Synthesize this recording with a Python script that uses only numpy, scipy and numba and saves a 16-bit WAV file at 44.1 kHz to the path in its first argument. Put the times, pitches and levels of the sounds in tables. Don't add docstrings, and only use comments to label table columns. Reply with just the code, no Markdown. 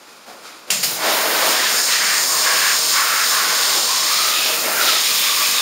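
import sys
import numpy as np
from scipy import signal
from scipy.fft import rfft, irfft, next_fast_len
from scipy.io import wavfile
from numba import njit

SR = 44100
rng = np.random.default_rng(int(sys.argv[2]) if len(sys.argv) > 2 else 0)


def transcribe(signal):
    frames = np.atleast_2d(signal).T
    limited = np.clip(frames, -1, 1)
    pcm = np.round(limited * 32767).astype(np.int16)
    wavfile.write(sys.argv[1], SR, pcm)


N = 247401
T = np.arange(N) / SR

# (per Hz, relative)
MIST_TONE = [(7000, -15), (10000, -8), (11500, -7), (13000, -4.5), (14700, -5.5), (15600, -3.5)]
# time_s, jet_hiss_db, mist_db, drumming_db
FLOW_LEVELS = [(0.86, -27, -38, -58), (0.91, -27, -25, -37), (0.99, -30.5, -29.5, -30.5),
               (1.08, -23.5, -24.5, -19.5), (1.14, -25, -19.5, -23), (1.27, -26, -23.5, -23.5),
               (1.4, -23, -21, -25), (1.51, -20.5, -21.5, -21), (1.57, -20.5, -25, -27),
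               (1.63, -22, -27, -28.5), (1.8, -16.5, -24, -33), (1.97, -18.5, -32, -34.5),
               (2.24, -17.5, -26, -33.5), (2.5, -18.5, -27, -30.5), (2.97, -17, -26, -37),
               (3.05, -20.5, -27, -34.5), (3.32, -18, -24.5, -35.5), (3.4, -21, -26.5, -33.5),
               (3.78, -17.5, -26, -30), (3.95, -19.5, -30, -35.5), (4.1, -19, -26, -37),
               (4.4, -23.5, -24, -32.5), (4.75, -23.5, -22.5, -27.5), (4.9, -20.5, -22, -28),
               (4.98, -19.5, -25, -34.5), (5.2, -20, -22, -40), (5.61, -21, -24.5, -39)]


def amp(db):
    return 10 ** (np.asarray(db) / 20)


def rms_one(x):
    return x / np.sqrt(np.mean(x ** 2) + 1e-20)


def in_time(rows):
    times_s, *columns = np.transpose(rows)
    return [np.interp(T, times_s, column) for column in columns]


def fade(start_s, rise_s):
    return np.clip((T - start_s) / rise_s, 0, 1)


def drift(rate_hz):
    keep = np.exp(-80 * np.pi * rate_hz / SR)
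    noise = rng.standard_normal(N // 40 + 2002)
    slow = signal.lfilter([1], [1, -2 * keep, keep * keep], noise)[2000:]
    return np.interp(np.arange(N) / 40, np.arange(len(slow)), rms_one(slow))


def colour(x, tone):
    size = next_fast_len(N)
    pitch_hz, level_db = np.transpose(tone)
    log_hz = np.log(np.maximum(np.arange(size // 2 + 1) * SR / size, 1))
    gain = amp(np.interp(log_hz, np.log(pitch_hz), level_db))
    return rms_one(irfft(rfft(x, size) * gain, size)[:N])


def drops(per_s, spread_db):
    sizes = amp(spread_db * np.minimum(rng.exponential(1, N), 5))
    signs = rng.choice([-1, 1], N)
    return rms_one(sizes * signs * (rng.random(N) < per_s / SR))


@njit
def resonate(x, hz, width_hz, sr):
    y = np.zeros(len(x))
    for i in range(2, len(x)):
        r = np.exp(-np.pi * width_hz[i] / sr)
        push = (1 - r * r) / 2 * (x[i] - x[i - 2])
        y[i] = push + 2 * r * np.cos(2 * np.pi * hz[i] / sr) * y[i - 1] - r * r * y[i - 2]
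    return y


def band(x, hz, width_hz):
    hz, width_hz = hz + 0 * T, width_hz + 0 * T
    once = resonate(x, hz, width_hz, SR)
    return rms_one(resonate(once, hz, width_hz, SR))


def pipe_rush():
    # pitch_hz, width_hz, level_db
    pipe_modes = [(118, 14, -69), (165.7, 9.2, -52.5), (195, 6.4, -55), (248, 15, -52.5),
                  (313.3, 36, -54.5), (472.6, 6.7, -48), (551, 29, -50.5), (626, 27, -51)]
    rush = rng.standard_normal(N)
    return sum(amp(db) * band(rush, hz, width_hz) for hz, width_hz, db in pipe_modes)


def filling():
    # start_s, gurgle_db, hiss_db, air_column_hz, column_db
    surges = [(0.0, -61, -63, 620, -62), (.07, -56, -59, 620, -62), (.258, -42, -46, 680, -38.5),
              (.425, -50, -40, 1290, -39.5), (.665, -40, -45, 550, -41)]
    # (per Hz, relative)
    gurgle_tone = [(60, 1), (120, -7.5), (220, 0.5), (500, 2), (1000, 1), (1400, 2.5), (1800, -7.5),
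                   (2800, -18)]
    # (per Hz, relative)
    hiss_tone = [(880, -41), (1500, -5), (2220, -4), (2420, 0), (2780, -6), (4910, -2), (5970, -8),
                 (7120, -5.5), (7930, -6), (8580, -10.5), (15600, -23)]
    rise_s = 0.027
    gurgle_t60_s, hiss_t60_s, column_t60_s = 1, 0.87, 0.76
    sag_hz_per_s, column_width_hz = 1000, 380

    gurgle, hiss = amp(-48), amp(-47)
    note, column_hz = 0, surges[0][3]
    for start_s, gurgle_db, hiss_db, hz, column_db in surges:
        age, rise = np.maximum(T - start_s, 0), fade(start_s, rise_s)
        gurgle = gurgle + rise * amp(gurgle_db - 60 * age / gurgle_t60_s)
        hiss = hiss + rise * amp(hiss_db - 60 * age / hiss_t60_s)
        note = note * (1 - rise) + rise * amp(column_db - 60 * age / column_t60_s)
        column_hz = np.where(T < start_s, column_hz, np.maximum(hz - sag_hz_per_s * age, 200))

    gurgling = gurgle * amp(0.5 * drift(7.2)) * colour(drops(8000, 2.5), gurgle_tone)
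    hollow = note * band(drops(8000, 1.6), column_hz, column_width_hz)
    hissing = hiss * amp(1.3 * drift(12)) * colour(rng.standard_normal(N), hiss_tone)
    return gurgling + hollow + hissing


def spits():
    # start_s, crack_db, blast_db, blast_t60_s, fizz_db, whistle_db, thump_db
    air_spits = [(0.7021, -20, -18, 0.29, -42, -45, -43), (0.704, -4, -17.5, 0.53, -35, -33, -27.5),
                 (0.829, -26, -20.5, 0.47, -19.5, -32, -46), (.834, -21, -37, 0.098, -40, -16, -42)]
    # (per Hz, relative)
    blast_tone = [(300, -36), (600, -11.5), (900, -19), (1800, -12), (2800, -6.5), (3500, -10.5),
                  (5200, -5), (6000, -10), (7200, -1.5), (10500, -16.5), (15000, -19)]
    # pitch_hz, level_db, t60_s
    casing_modes = [(2990, -0.5, 0.011), (4200, -21, .006), (5000, -15, 0.0089), (9250, -5, 0.0068)]
    whistle_hz, whistle_width_hz = 4760, 1600
    thump_start_hz, thump_end_hz, thump_sink_s = 194, 131, 0.13
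    thump_width_hz, thump_t60_s = 63, 0.53

    air = drops(14000, 1.6)
    blast, fizz = colour(air, blast_tone), colour(air, MIST_TONE)
    whistle = band(drops(11000, 2.9), whistle_hz, whistle_width_hz)
    sinking = np.exp(-np.maximum(T - air_spits[0][0], 0) / thump_sink_s)
    thump_hz = thump_end_hz + (thump_start_hz - thump_end_hz) * sinking
    thump = band(rng.standard_normal(N), thump_hz, thump_width_hz)

    out, clicks = np.zeros(N), np.full(N, 1e-18)
    for start_s, crack_db, blast_db, blast_t60_s, fizz_db, whistle_db, thump_db in air_spits:
        age = np.maximum(T - start_s, 0)
        clicks[round(start_s * SR)] = amp(crack_db)
        breath = amp(blast_db) * blast + amp(fizz_db) * fizz + amp(whistle_db) * whistle
        out += fade(start_s, 0.0012) * amp(-60 * age / blast_t60_s) * breath
        out += fade(start_s, 0.072) * amp(thump_db - 60 * age / thump_t60_s) * thump
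    for hz, level_db, t60_s in casing_modes:
        r, w = amp(-60 / (t60_s * SR)), 2 * np.pi * hz / SR
        out += amp(level_db) * signal.lfilter([0, np.sin(w)], [1, -2 * r * np.cos(w), r * r], clicks)
    return out


def run_off():
    # (per Hz, relative)
    tub_tone = [(41, -62), (70, -32), (130, -25), (153, -16.5), (238, -7.5), (324, -8), (383, -1.5),
                (631, 1), (694, 1), (1200, -2), (1560, -4.5), (2640, -120)]
    # pitch_hz, width_hz, level_db (before 18 dB is taken off)
    tub_modes = [(326, 55, -3), (632, 43, 3.5)]
    _, _, drum_db = in_time(FLOW_LEVELS)
    drumming = colour(drops(8000, 2.37), tub_tone)
    ringing = sum(amp(db - 18) * band(drumming, hz, width_hz) for hz, width_hz, db in tub_modes)
    return amp(drum_db + 1.47 * drift(8.1)) * rms_one(drumming + ringing)


def jets():
    # (per Hz, relative)
    jet_tone = [(300, -60), (1000, -10), (3000, -14), (4300, -3.5), (5350, 1), (5750, -7.5), (6900, -0.5),
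                (8500, -5), (9600, -12.5), (11000, -25), (14000, -18)]
    hiss_db, mist_db, _ = in_time(FLOW_LEVELS)
    breakup = drops(18000, 2.4)
    hiss = amp(hiss_db + 0.47 * drift(9.5)) * colour(breakup, jet_tone)
    mist = amp(mist_db + 1.0 * drift(7.4)) * colour(breakup, MIST_TONE)
    return hiss + mist


def landing():
    # start_s, rise_s, length_s, hollow_from_hz, hollow_to_hz,
    # hollow_db (midway), swell_db_per_s, cloth_from_hz, cloth_to_hz, cloth_db, patter_db
    passes = [(0.938, 0.088, 0.65, 950, 990, -33.5, 0.5, 1310, 1430, -47, -25),
              (1.58, 0.069, 0.17, 990, 1040, -40, -20, 1950, 1510, -28, -27),
              (1.856, 0.053, .31, 1240, 1170, -35.5, -5, 1880, 1870, -28.5, -23.5),
              (2.27, .05, .13, 1060, 1130, -28, -30, 1780, 1720, -46, -32),
              (2.424, .05, 0.27, 1070, 1120, -28.5, -2.5, 1660, 1660, -25, -22.5),
              (2.908, 0.057, 0.3, 1070, 1150, -29.5, -48, 1390, 1340, -25, -23.5),
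              (3.288, 0.043, .15, 1140, 1090, -24, -30, 1500, 1570, -28.5, -25.5),
              (3.467, .05, 0.24, 1100, 1130, -29, -3, 1480, 1430, -32, -28),
              (3.845, 0.065, 0.19, 1000, 1070, -30.5, -16, 1800, 2000, -49, -32),
              (4.044, 0.083, 0.24, 1140, 1280, -26.5, 6, 2150, 2400, -35, -28.5),
              (4.326, 0.053, 0.22, 1250, 1250, -33, -15, 2520, 2610, -30, -33),
              (4.598, 0.054, .11, 1280, 1350, -32, 5, 2540, 2460, -42, -27.5),
              (4.732, 0.064, 0.21, 1430, 1314, -24, -31, 2450, 2470, -41, -27),
              (5.034, 0.04, 0.13, 1160, 1220, -35, -10, 2420, 2430, -33, -36),
              (5.212, 0.04, .5, 1160, 1150, -30, -7, 2440, 2530, -30, -30.5)]
    # time_s, splash_hz (centre), splash_db
    splashes = [(.95, 3200, -29), (1.1, 3160, -22), (1.23, 3100, -28), (1.48, 3400, -22), (1.7, 3100, -22),
                (1.82, 3300, -51), (1.93, 3150, -20.5), (2.1, 3000, -32), (2.2, 3600, -47),
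                (2.41, 3680, -29), (2.47, 3000, -27), (3.2, 3350, -27.5), (3.65, 3600, -22.5),
                (4.05, 3850, -23), (4.2, 3800, -21.5), (4.49, 3000, -20.5), (4.6, 3190, -29),
                (4.78, 3400, -40), (4.83, 3470, -20.5), (4.92, 3400, -18), (5.02, 3150, -21.5),
                (5.61, 3320, -24)]
    # top_s, pitch_hz, level_db, half_length_s
    glints = [(3.32, 3600, -32, .05), (4.2, 4180, -27.5, 0.073), (4.357, 3700, -25, 0.054),
              (4.92, 3720, -26, .11), (5.253, 3520, -28.5, 0.16), (5.585, 3700, -21, 0.058)]
    fall_s = 0.11
    pocket_width_hz, cloth_width_hz, patter_width_hz = 196, 260, 1640
    splash_width_hz, glint_width_hz = 3650, 410

    hollow, cloth, patter = 0, 0, amp(-42)
    path = []
    for (start_s, rise_s, length_s, hollow_from_hz, hollow_to_hz, hollow_db, swell,
         cloth_from_hz, cloth_to_hz, cloth_db, patter_db) in passes:
        end_s = start_s + length_s
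        on = fade(start_s, rise_s) * (1 - fade(end_s, fall_s))
        from_middle_s = np.clip(T - start_s - length_s / 2, -1, 1)
        hollow = hollow + on * amp(hollow_db + swell * from_middle_s)
        cloth = cloth + on * amp(cloth_db)
        patter = patter + on * amp(patter_db)
        path += [(start_s, hollow_from_hz, cloth_from_hz), (end_s, hollow_to_hz, cloth_to_hz)]
    hollow_hz, cloth_hz = in_time(path)
    patter_hz = 1603 * (cloth_hz / 1700) ** 0.38
    splash_hz, splash_db = in_time(splashes)
    glint = sum(amp(db) * np.exp(-((T - top_s) / half_s) ** 2) for top_s, _, db, half_s in glints)
    glint_hz, = in_time([row[:2] for row in glints])

    layers = [(hollow, hollow_hz, pocket_width_hz), (cloth, cloth_hz, cloth_width_hz),
              (patter, patter_hz, patter_width_hz), (amp(splash_db), splash_hz, splash_width_hz),
              (glint, glint_hz, glint_width_hz)]
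    return sum(gain * amp(1.04 * drift(18)) * band(drops(9000, 2.0), hz, width_hz)
               for gain, hz, width_hz in layers)


def spray():
    flowing = fade(0.7, 0.072) * (jets() + run_off() + pipe_rush())
    return amp(0.077 * drift(1.8)) * (flowing + fade(0.86, 0.21) * landing())


def bathroom(x):
    t60_s, wall_cut_hz = 0.35, 5600
    out, dull = np.zeros(N), np.exp(-2 * np.pi * wall_cut_hz / SR)
    lags = (rng.uniform(.012, .035, size=6) * SR).astype(int)
    for k, lag in enumerate(lags):
        loop, gain, state = x.copy(), amp(-60 * lag / SR / t60_s), [0.]
        for i in range(lag, N, lag):
            back, state = signal.lfilter([gain * (1 - dull)], [1, -dull], loop[i - lag:i], zi=state)
            loop[i:i + lag] += back[:N - i]
        out += (loop - x) * (-1) ** k
    return out


def scene():
    water = filling() + spits() + spray()
    return (water + amp(-17) * bathroom(water))[None]


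def record(dry):
    # pitch_hz, width_hz
    notches = [(7860, 750), (9000, 29), (10000, 130)]
    bass_cut_hz, quiet_rumble_db, top_cut_hz = 180, -82.5, 15680
    peak = 1.2
    x = signal.sosfilt(signal.butter(2, bass_cut_hz, "high", fs=SR, output="sos"), dry)
    rumble = rms_one(signal.lfilter([1], [1, -.985], rng.standard_normal(N)))
    stirring = (9.0 + 8.1 * np.exp(-np.maximum(T - .7, 0) / 0.58)) * fade(.7, .02)
    x = x + amp(quiet_rumble_db) * rumble * (1 + stirring)
    x = peak * np.tanh(x / peak)
    for hz, width_hz in notches:
        x = signal.lfilter(*signal.iirnotch(hz, hz / width_hz, SR), x)
    return signal.sosfilt(signal.ellip(13, .5, 80, top_cut_hz, fs=SR, output="sos"), x)


dry = scene()
out = record(dry)
transcribe(out)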